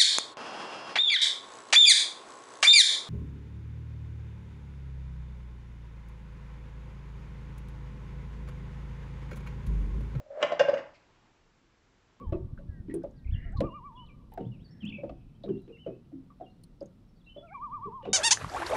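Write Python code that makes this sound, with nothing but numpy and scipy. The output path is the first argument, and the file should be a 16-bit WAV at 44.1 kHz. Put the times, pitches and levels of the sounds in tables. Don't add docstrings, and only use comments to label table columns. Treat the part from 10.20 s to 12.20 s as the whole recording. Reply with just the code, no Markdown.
import sys
import numpy as np
from scipy import signal
from scipy.fft import rfft, irfft
from scipy.io import wavfile
from scipy.ndimage import uniform_filter1d

SR = 44100
rng = np.random.default_rng(int(sys.argv[2]) if len(sys.argv) > 2 else 0)


def generate_wav(sig):
    pcm = np.round(np.clip(np.atleast_2d(sig).T, -1, 1) * 32767).astype(np.int16)
    wavfile.write(sys.argv[1], SR, pcm)


N = 88200
TIME = np.arange(N) / SR
RING_TIME = TIME[:SR // 3]


def from_db(db):
    return 10 ** (np.asarray(db) / 20)


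def rms_one(x):
    return x / np.sqrt(np.mean(x ** 2) + 1e-20)


def level(curve):
    return from_db(np.interp(TIME, *np.transpose(curve)))


def decay(t60, t=TIME):
    return np.exp(-np.log(1000) * t / t60)


def noise(colour):
    hz, db = np.transpose(colour)
    bins = np.maximum(np.fft.rfftfreq(N, 1 / SR), 1)
    gain = from_db(np.interp(np.log(bins), np.log(hz), db))
    return rms_one(irfft(rfft(rng.standard_normal(N)) * gain, N))


def ring(modes, scatter_db=0, detune=0):
    out = np.zeros(len(RING_TIME))
    for k, (hz, db, t60) in enumerate(modes):
        gain = (-1) ** k * from_db(db + scatter_db * rng.standard_normal())
        pitch = hz * (1 + detune * rng.standard_normal())
        out += gain * decay(t60, RING_TIME) * np.sin(2 * np.pi * pitch * RING_TIME)
    return out


def add(out, s, sound):
    start = int(s * SR)
    part = sound[:N - start]
    out[start:start + len(part)] += part


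def high_pass(x, hz):
    return signal.sosfilt(signal.butter(2, hz, "high", fs=SR, output="sos"), x)


def background():
    # (frequency [Hz], relative density [dB])
    air_colour = [(15, -23), (25, 2.5), (70, -4.5), (93, -1.5), (204, -8), (380, -7), (418, -11.5),
                  (471, -10), (543, -16), (1310, -16.5), (7500, -28.5), (9750, -62.5), (16500, -120)]
    hiss_colour = [(200, -9.5), (900, 7), (1500, 0), (3000, -5), (8000, -21.5)]
    # (time [s], level [dB])
    hiss = [(0, -87.5), (.6, -78), (.88, -69.5), (1.1, -71), (1.4, -79.5), (2, -74)]
    return from_db(-66.5) * noise(air_colour) + level(hiss) * noise(hiss_colour)


def rubbing(slips_per_s=680):
    # (time [s], level [dB])
    envelope = [(0, -46), (.025, -62), (.058, -65.5), (.064, -51), (.1, -60), (.107, -39), (.135, -45.5),
                (.19, -36), (.222, -34), (.26, -65), (.3, -96.5)]
    # (frequency [Hz], relative level [dB], t60 [s])
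    modes = [(557.5, -0.5, 0.098), (618, -3, .08), (755, -12, .06)]
    slips = (rng.random(N) < slips_per_s / SR) * rng.standard_normal(N)
    hum = signal.fftconvolve(slips, ring(modes))[:N]
    hum = high_pass(np.roll(hum, N // 2), hz=433)
    power = uniform_filter1d(hum ** 2, size=500)
    return level(envelope) * hum / np.sqrt(power + 1e-12)


def scratch():
    # (time [s], level [dB])
    envelope = [(0, -75.5), (.095, -84), (.11, -66), (.16, -61), (.2, -54), (.222, -38), (.24, -59.5),
                (.3, -90.5)]
    # (frequency [Hz], relative density [dB])
    colour = [(80, -10), (180, -3), (320, -4), (800, 0.5), (1700, 3.5), (2600, -12), (4500, -20),
              (8000, -28.5)]
    return level(envelope) * noise(colour)


def knock(hz, swell_s):
    age = RING_TIME / swell_s
    return (age * np.exp(1 - age)) ** 1.2 * np.sin(2 * np.pi * hz * RING_TIME)


def arm(hits, modes, clatter_rise_s=0.0012):
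    # (frequency [Hz], level against the knock [dB], t60 [s])
    mount_modes = [(160, -28, 0.11), (240.3, -34.5, 0.067), (339.6, -33, 0.25), (459.5, -25.5, 0.12),
                   (641.6, -19, 0.27)]
    # (frequency [Hz], relative density [dB])
    clatter_colour = [(40, -44), (110, -12.5), (200, -1), (450, 10), (800, 10), (1300, 6), (2200, 1.5),
                      (3200, -8), (4200, -13.5), (5300, -15), (6800, -22.5), (7800, -27.5)]
    out, clatter_power = np.zeros((2, N))
    burst = decay(t60=0.076) * (1 - np.exp(-TIME / clatter_rise_s))
    mount = ring(mount_modes)
    for s, ring_db, clatter_db, knock_db, hz, swell_s in hits:
        arm_ring = ring(modes, scatter_db=2.5, detune=0.0091) / 2
        add(out, s, from_db(ring_db) * arm_ring)
        add(out, s, from_db(knock_db) * (knock(hz, swell_s) + mount))
        add(clatter_power, s, (from_db(clatter_db) * burst) ** 2)
    return out + np.sqrt(clatter_power) * noise(clatter_colour)


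def right_arm():
    # (time [s], relative ring [dB], clatter [dB], knock [dB], knock pitch [Hz], swell [s])
    hits = [(.2170, -45, -40, -32, 552, 0.0016), (.2268, -19.5, -22.5, -17.5, 608, 0.0067),
            (.2312, -29, -35, -51, 620, 0.0033), (.2455, -57.5, -37, -18.5, 605, 0.0037),
            (.2680, -55, -44, -31, 558, 0.0024), (.3055, -58, -57, -30, 577.4, 0.0031),
            (.3155, -52, -45.5, -29.5, 625, 0.0024), (.3195, -38.5, -30.5, -20, 644, 0.0032),
            (.3310, -49.5, -45.5, -21.5, 610, 0.0029), (.3480, -58, -54.5, -32.5, 590, 0.0033)]
    # (frequency [Hz], relative level [dB], t60 [s])
    modes = [(700, -4, 0.0921), (1043, -3.5, 0.02), (1594, -9, .06), (1760, -3, .07), (2034, -11.5, 0.16),
             (2330, -2.5, .04), (2840, -0.5, 0.041), (3055, -10, 0.044), (3253, -4, .03), (3902, -8.5, .04),
             (4832, -11.5, .04), (7300, -13.5, 0.0094)]
    return arm(hits, modes)


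def snaps():
    # (time [s], level [dB], t60 [s], upper cutoff [Hz])
    landings = [(0.2271, -36, 0.038, 9500), (0.394, -31.5, .06, 6624)]
    # (frequency [Hz], relative density [dB])
    colour = [(100, -40.5), (1000, -5), (3000, 10.5), (4100, -0.5), (5200, 7.5), (6700, 0.5), (7600, -2.5),
              (8600, -15)]
    out = np.zeros(N)
    for s, db, t60, top_hz in landings:
        crack = signal.sosfilt(signal.butter(8, top_hz, fs=SR, output="sos"), noise(colour))
        add(out, s, from_db(db) * decay(t60) * crack)
    return out


def left_arm():
    # (time [s], relative ring [dB], clatter [dB], knock [dB], knock pitch [Hz], swell [s])
    hits = [(.3950, -22.5, -26, -18.5, 540, .006), (.3982, -24, -32, -30, 558.5, 0.003),
            (.4050, -28, -30, -9.5, 563, 0.0053), (.4110, -31, -29, -35.5, 559.2, 0.0037),
            (.4295, -40.5, -47.5, -40, 560, .004), (.4420, -51, -55, -25, 563, .009),
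            (.4840, -38, -33.5, -14.5, 569.6, 0.0057), (.4930, -35, -34, -21, 567, 0.0024),
            (.5150, -52.5, -52, -30.5, 523, .003), (.5310, -50, -42.5, -17, 556.7, 0.01),
            (.5392, -34.5, -33, -18.5, 562.4, 0.0096), (.5710, -59, -37, -29, 535, 0.0013),
            (.5780, -42.5, -45, -53, 550, 0.0038), (.5900, -44.5, -40, -49, 576, 0.012),
            (.6130, -62, -65, -42.5, 523, 0.0029)]
    # (frequency [Hz], relative level [dB], t60 [s])
    modes = [(670.4, -2.5, 0.21), (1390, -9.5, 0.045), (1590, 1, .075), (1730, -6, .08), (1850, -9.5, 0.18),
             (2400, -5, 0.029), (2854, 1.5, 0.06), (2915, -7.5, 0.037), (3230, -14.5, .035),
             (3534, -10.5, 0.045), (4795, -12, 0.048), (5167, -16.5, 0.052), (5430, -17, 0.047),
             (6430, -18.5, 0.066)]
    return arm(hits, modes)


def brush():
    # (time [s], level [dB])
    envelope = [(.72, -101), (.74, -69), (.757, -62.5), (.785, -75.5), (.83, -79), (.95, -90.5)]
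    # (frequency [Hz], relative density [dB])
    colour = [(500, -31.5), (1600, -15), (2100, -1.5), (2600, -3), (3500, -16), (4600, -7.5), (6000, -18.5),
              (8000, -24)]
    return level(envelope) * noise(colour)


def room(x, build_s=.012):
    # (centre [Hz], gain [dB])
    bands = [(125, -4.5), (250, -4.5), (500, -14), (1000, -3), (2000, -4), (4000, -8.5), (8000, -11.5)]
    decay_times = [.38, .38, .36, .46, .37, .42, .38]
    response = np.zeros(N)
    for (hz, db), t60 in zip(bands, decay_times):
        octave = signal.butter(3, [hz / np.sqrt(2), hz * np.sqrt(2)], "band", fs=SR, output="sos")
        reflections = signal.sosfilt(octave, rng.standard_normal(N))
        shape = decay(t60) * (1 - np.exp(-TIME / build_s))
        response += from_db(db) * reflections * shape / np.sqrt(np.sum(shape ** 2))
    return signal.fftconvolve(x, response)[:N]


def scene():
    impacts = right_arm() + left_arm() + snaps()
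    friction = rubbing() + scratch() + brush()
    holder = high_pass(impacts + friction, hz=89)
    return (holder + background() + room(holder))[None]


def record(dry, cutoff_hz=7900):
    return signal.sosfilt(signal.ellip(8, .5, 60, cutoff_hz, fs=SR, output="sos"), dry)


dry = scene()
out = record(dry)
generate_wav(out)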